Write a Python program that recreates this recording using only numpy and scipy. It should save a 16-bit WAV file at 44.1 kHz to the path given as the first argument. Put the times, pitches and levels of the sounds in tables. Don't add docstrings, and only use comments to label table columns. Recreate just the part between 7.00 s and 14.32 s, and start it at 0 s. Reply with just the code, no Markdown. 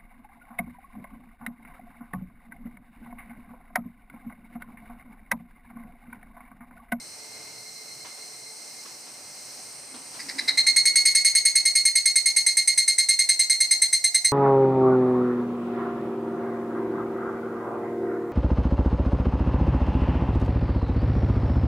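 import sys
import numpy as np
from scipy import signal
from scipy.fft import rfft, irfft, next_fast_len
from scipy.io import wavfile
from scipy.ndimage import uniform_filter1d, minimum_filter1d, map_coordinates

SR = 44100
rng = np.random.default_rng(int(sys.argv[2]) if len(sys.argv) > 2 else 0)


def dump(signal):
    limited = np.clip(np.atleast_2d(signal).T, -1, 1)
    pcm = np.round(limited * 32767).astype(np.int16)
    wavfile.write(sys.argv[1], SR, pcm)


N = 322812

ONSETS = [3.191, 3.282, 3.379, 3.475, 3.572, 3.665, 3.761, 3.854, 3.955, 4.052, 4.149, 4.247, 4.35, 4.451,
          4.553, 4.652, 4.752, 4.852, 4.953, 5.055, 5.156, 5.257, 5.362, 5.463, 5.569, 5.674, 5.775, 5.877,
          5.981, 6.086, 6.189, 6.289, 6.392, 6.497, 6.603, 6.709, 6.817, 6.927, 7.04, 7.144, 7.245]
USUAL_STROKE_S = 0.031


def amp(db):
    return 10 ** (np.asarray(db) / 20)


def unit(x):
    return x / np.sqrt(np.mean(x ** 2) + 1e-20)


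def along(points, hz):
    freqs, values = np.transpose(points)
    return np.interp(np.log(hz + 1), np.log(freqs + 1), values)


def band(points):
    return lambda hz: amp(along(points, hz))


def curves(rows):
    times, *columns = np.transpose(rows)
    return [np.interp(np.arange(N) / SR, times, column) for column in columns]


def wobble(rate, size=N):
    knots = rng.standard_normal(int(size * rate / SR) + 4)
    return map_coordinates(knots, [np.arange(size) * rate / SR])


def step(t, width):
    return .5 + .5 * np.tanh(t / width)


def filtered(x, response):
    size = next_fast_len(N + SR // 2)
    return irfft(rfft(x, size) * response(np.fft.rfftfreq(size, 1 / SR)), size)[..., :N]


def rush(colour):
    # (frequency [Hz], correlation [0-1])
    likeness = [(60, 0.94), (150, 0.94), (380, 0.92), (950, 0.58), (2380, 0.44), (5980, 0.73),
                (15000, 0.63)]

    def spread(hz):
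        angle = np.arccos(np.clip(along(likeness, hz), 0, 1)) / 2
        return colour(hz) * np.array([np.cos(angle), np.sin(angle)])
    mid, side = filtered(rng.standard_normal((2, N)), spread)
    return unit(np.array([mid + side, mid - side]))


def surroundings(rustle_decay_s=0.045):
    # (frequency [Hz], relative density [dB])
    rumble_band = [(25, -26), (50, -9), (90, 4), (140, 10.5), (200, 0), (300, -17), (600, -41)]
    wash_band = [(30, -31), (120, -14.5), (250, -2.5), (400, -4), (750, -1), (1100, -5.5), (1600, -7.5),
                 (2500, -5.5), (4000, -17.5), (10000, -45)]
    flutter_band = [(30, -35), (110, -36), (200, -26), (265, -8), (330, -21.5), (480, -45), (900, -25.5),
                    (4000, -63)]
    rustle_band = [(30, -27), (200, 0), (600, 0.5), (1100, 7), (1600, 0), (5000, -2), (12000, -41)]
    # (time [s], relative wash level [dB], relative rumble level [dB])
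    levels = [(0.0, -53.5, -64), (1.57, -54, -74.5), (3.16, -53, -67), (3.44, -47.5, -67), (4.14, -56, -69),
              (4.75, -58, -77.5), (7.32, -59.5, -76)]
    # (time [s], level [dB], half length [s])
    flutters = [(2.965, -50, 0.031), (3.4, -48.5, 0.14)]
    # (time [s], relative level [dB])
    rustles = [(1.048, -45), (1.172, -54), (1.852, -48.5), (2.067, -51), (2.941, -47), (3.141, -47.5)]
    t = np.arange(N) / SR
    wash_db, rumble_db = curves(levels)
    rumble = amp(rumble_db + 2 + 2.2 * wobble(14)) * rush(band(rumble_band))
    wash = amp(wash_db + 1 + 0.84 * wobble(6.7)) * rush(band(wash_band))
    swells = sum(amp(db) * np.exp(-((t - s) / half) ** 2 / 2) for s, db, half in flutters)
    stirs = sum(amp(db + 3) * step(t - s, .002) * np.exp(-np.abs(t - s) / rustle_decay_s)
                for s, db in rustles)
    return rumble + wash + swells * rush(band(flutter_band)) + stirs * rush(band(rustle_band))


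def far_hum(hz=437, db=-61, from_s=0.17, to_s=1.65, fade_s=0.07):
    t = np.arange(N) / SR
    phase = 2 * np.pi * np.cumsum(hz * (1 + 0.0102 * wobble(17))) / SR
    fade = step(t - from_s, fade_s) * step(to_s - t, fade_s)
    return amp(db + 1.6 * wobble(5.3)) * fade * np.sin(phase)


def far_engine(cruise_hz=146.4, shifted_hz=131, climb_hz_per_s=12, shift_s=0.027, db=-69.5):
    shifts = [4.38, 5.8]
    # (multiple of the firing rate, relative level [dB])
    orders = [(3, -2.5), (4, -1), (5, 3.5), (6, 0)]
    t = np.arange(N) / SR
    firing_hz, throttle = np.full(N, cruise_hz), np.ones(N)
    for s in shifts:
        firing_hz = np.where(t < s, firing_hz, shifted_hz + climb_hz_per_s * (t - s))
        throttle *= 1 - np.exp(-((t - s) / shift_s) ** 2)
    phase = 2 * np.pi * np.cumsum(firing_hz * (1 + .01 * wobble(30) + .004 * wobble(1))) / SR
    drone = sum(amp(level + 3.3 * wobble(5.9)) * np.sin(k * phase) for k, level in orders)
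    return amp(db) * throttle * drone


def far_insects(hiss_db=-45, shrill_db=-51.5):
    # (frequency [Hz], width [Hz], relative level [dB])
    far_tones = [(2110, 94, 1.5), (4185, 156, 3.5)]
    # (frequency [Hz], relative level [dB])
    shrill_lines = [(7278, -89), (8113, -60), (8199, -69), (8355, -42), (8559, -96), (8726, -76),
                    (8812, -72), (9017, -69), (9125, -41), (9270, -85)]
    # (frequency [Hz], relative density [dB])
    hiss_band = [(1200, -25), (2500, -17), (3400, -24), (4000, 1), (5200, 6), (6000, 7), (7000, -0.5),
                 (9500, -0.5), (11000, -9), (15000, -10.5)]
    shrill_band = [(7000, -36), (7900, 0), (8300, 4), (8600, -17), (9200, -29), (10200, -35), (11000, -48)]
    buzz_band = [(7300, -27), (8200, 0), (8800, 9), (9250, -19), (9800, 0), (11000, -47)]
    # (time [s], level [dB])
    far_level = [(0, -50), (.7, -48), (1.5, -48.5), (2.2, -54.5), (3.1, -54)]
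    buzz_level = [(0, -49), (.5, -59.5), (1.5, -48), (2, -55.5), (2.8, -46), (3.4, -47), (4.5, -50)]
    far_db, buzz_db = curves(far_level) + curves(buzz_level)
    peak = lambda hz, centre, width: 1 / (1 + (2 * (hz - centre) / width) ** 2)
    tones = rush(lambda hz: sum(amp(db) * peak(hz, centre, width) for centre, width, db in far_tones))
    lines = rush(lambda hz: sum(amp(db) * peak(hz, centre, width=22) for centre, db in shrill_lines))
    trill = np.sin(2 * np.pi * 9 * np.arange(N) / SR + wobble(3.9))
    far_cicada = amp(far_db + 2.4 * trill + 0.7 * wobble(12)) * tones
    hiss = amp(hiss_db + 0.81 * wobble(4.7)) * rush(band(hiss_band))
    shrill = amp(shrill_db + 0.38 * wobble(6.2)) * unit(amp(-4) * lines + rush(band(shrill_band)))
    buzz = amp(buzz_db + 0.39 * wobble(18)) * rush(band(buzz_band))
    return far_cicada + hiss + shrill + buzz


def grove(call, tail_db=-19, width=0.99, skew_s=.000015):
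    # (delay [s], level [dB])
    echoes = [(.0018, -20), (.0065, -48), (.0249, -17.5), (.0304, -31), (.061, -21.5)]
    # (frequency [Hz], time to fall 60 dB [s])
    decay = [(500, .25), (2000, .28), (4200, .36), (6500, .28), (9000, .2), (15000, .12)]
    skew = np.array([[-skew_s], [skew_s]])
    bounces = lambda hz: sum(amp(db) * np.exp(-2j * np.pi * hz * (s + skew)) for s, db in echoes)
    hz, t, noise = signal.stft(rng.standard_normal((2, SR // 2)), SR, nperseg=256)
    fade = amp(-60 * t / along(decay, hz)[:, None]) * step(t - .015, .01)
    tail = signal.istft(noise * fade, SR, nperseg=256)[1]
    mid, side = signal.fftconvolve(call[None], tail / np.linalg.norm(tail[0]), axes=1)[:, :N]
    return filtered(call, bounces) + amp(tail_db) * np.array([mid + width * side, mid - width * side])


def strokes(lock_s=3.454, swell_db_per_s=144, settle_s=0.37, warm_s=0.19,
            start_hz=2055, peak_hz=2166, tense_at_s=3.86, sag_hz_per_s=18.26):
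    # (time [s], in-stroke length [s])
    pulls = [(3.19, .018), (3.57, 0.026), (3.85, 0.037), (4.05, 0.045), (4.42, 0.042), (4.6, 0.039),
             (5.2, 0.038), (6.5, 0.038), (7.0, .031)]
    onset = np.array(ONSETS)
    before, after = np.maximum(lock_s - onset, 0), np.maximum(onset - lock_s, 0)
    db_scatter, hz_scatter, length_scatter, out_scatter = rng.standard_normal((len(onset), 4)).T
    db = -22.5 + 11 * np.exp(-after / settle_s) - swell_db_per_s * before + 0.13 * db_scatter
    hz = np.interp(onset, [onset[0], tense_at_s], [start_hz, peak_hz])
    hz += 3.33 * hz_scatter - sag_hz_per_s * np.maximum(onset - tense_at_s, 0)
    length = np.interp(onset, *np.transpose(pulls)) * np.exp(0.017 * length_scatter)
    snap_db = 0.5 - 33 * np.exp(-after / warm_s)
    out_db = 3 - 215 * (length - USUAL_STROKE_S) + out_scatter
    return np.transpose([db, hz, length, snap_db, out_db])


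def ribs(t, hz, weak, rib_hz=330, settle_s=0.01615):
    loose = np.maximum(np.exp(-t / settle_s), weak)
    rate = rib_hz * (.65 + .35 * loose) * np.exp((.22 - .14 * loose) * wobble(200, len(t)))
    count = np.cumsum(rate) / SR
    rib, within = count.astype(int), count % 1
    force, offset = rng.uniform(-1, 1, (rib[-1] + 1, 2))[rib].T
    bump = np.sin(np.pi * within) * amp(2.5 * force) * np.pi / 2
    lag = -(.005 + .02 * loose) * hz / rib_hz * (within - .5)
    lag += (.032 + .05 * loose + .07 * weak) * offset + .02 * wobble(70, len(t))
    return 1 + (bump - 1) * (.6 + .4 * loose), lag


def syllable(t, db, hz, stroke_s, snap_db, out_db, snap_s=0.012, relax_db_per_s=150, click_s=0.0033):
    # (multiple, held [dB], snap [dB], out-stroke [dB], dip between ribs [0-1], build-up [s])
    partials = [(1, -7.5, -0.5, -8.5, 0.12, 0.0015), (2, 2.5, -1.5, -7.5, 0.5, 0.013),
                (3, -9.5, 1, -4, 0.27, 0.00044), (4, -31.5, 10, 12.5, 1, 0.0011),
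                (5, -30.5, 2, 5, 0.74, .001), (6, -27.5, -25.5, -9, .8, 0.00087),
                (7, -35, -35, -10, 0.6, .001)]
    weak = np.clip((-snap_db - 15) / 10, 0, 1)
    bump, lag = ribs(t, hz, weak)
    flat = 0.011 * (1 + 0.67 * rng.standard_normal())
    lag += flat * hz * snap_s * np.exp(-t / snap_s)
    rise = step(t - .0008 - .005 * weak, .0004 + .005 * weak)
    pull = rise * step(stroke_s - t, 0.0015)
    release = amp(out_db - 10.5 * weak - relax_db_per_s * np.maximum(t - stroke_s - .018, 0))
    release *= step(t - stroke_s - .0025, 0.00066) * step(1.77 * stroke_s - t, 0.0085)
    snap = amp(snap_db - 3) * rise * step(t - .0028, 0.0054) * np.exp(-np.maximum(t - .008, 0) / snap_s)
    gentle_db = min(snap_db, 0)
    blur = signal.windows.gaussian(65, SR * .00024)
    tone = np.zeros(len(t))
    for k, held_db, bright_db, back_db, dip, build_s in partials:
        held = (pull + amp(back_db) * release) * (1 - np.exp(-t / build_s))
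        level = np.hypot(amp(held_db + (k > 2) * 0.51 * gentle_db) * held, amp(bright_db) * snap)
        drive = level * (1 + dip * (bump - 1)) * np.exp(2j * np.pi * k * lag)
        ring = np.convolve(drive, blur / blur.sum(), "same")
        tone += np.real(ring * np.exp(2j * np.pi * k * hz * t))
    rasp_db = db + 0.33 * gentle_db + 204 * max(stroke_s - USUAL_STROKE_S, 0)
    rasp = amp(rasp_db) * (pull + 0.51 * release + .5 * snap) * bump
    scrape = amp(-22.5 + 0.19 * (db + 12.5)) * weak * (pull + release) * bump
    click = amp(db) * snap * bump ** 2 * np.exp(-t / click_s)
    return amp(db + 3.5 - 4.2 * weak) * tone, rasp, scrape, click


def near_cicada():
    # (frequency [Hz], relative density [dB])
    rasp_band = [(900, -56), (1500, -101), (1950, 8), (2500, -8.5), (3400, -11), (4000, -10), (4800, 7),
                 (5700, -3.5), (7200, -4), (9000, 5), (11500, -14.5), (15000, -23)]
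    scrape_band = [(900, -15), (1500, -11), (2000, 17.5), (2450, -4), (3300, -15), (4000, 1), (4800, 15),
                   (5600, 0), (7000, -7), (10000, -4.5), (15000, -39)]
    click_band = [(1000, -34), (6000, -10), (11000, -9), (15000, 1)]
    t = np.arange(SR // 8) / SR
    parts = np.zeros((4, N + SR))
    for onset, stroke in zip(ONSETS, strokes()):
        start = round(onset * SR)
        parts[:, start:start + len(t)] += syllable(t, *stroke)
    tone, rasp, scrape, click = parts[:, :N]
    noise = lambda points, db: amp(db) * unit(filtered(rng.standard_normal(N), band(points)))
    return (tone + rasp * noise(rasp_band, db=-11) + scrape * noise(scrape_band, db=-4)
            + click * noise(click_band, db=-5))


def scene(lean_db=0.37):
    call = near_cicada()
    mix = call + grove(call) + far_insects() + far_engine() + far_hum() + surroundings()
    return mix * amp([[-lean_db], [lean_db]])


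def record(dry, ceiling=.95, top_hz=15250):
    needed = np.minimum(1, ceiling / (np.abs(dry).max(axis=0) + 1e-9))
    gain = uniform_filter1d(minimum_filter1d(needed, size=161), size=81)
    return filtered(dry * gain, lambda hz: step(top_hz - hz, 120))


dry = scene()
out = record(dry)
dump(out)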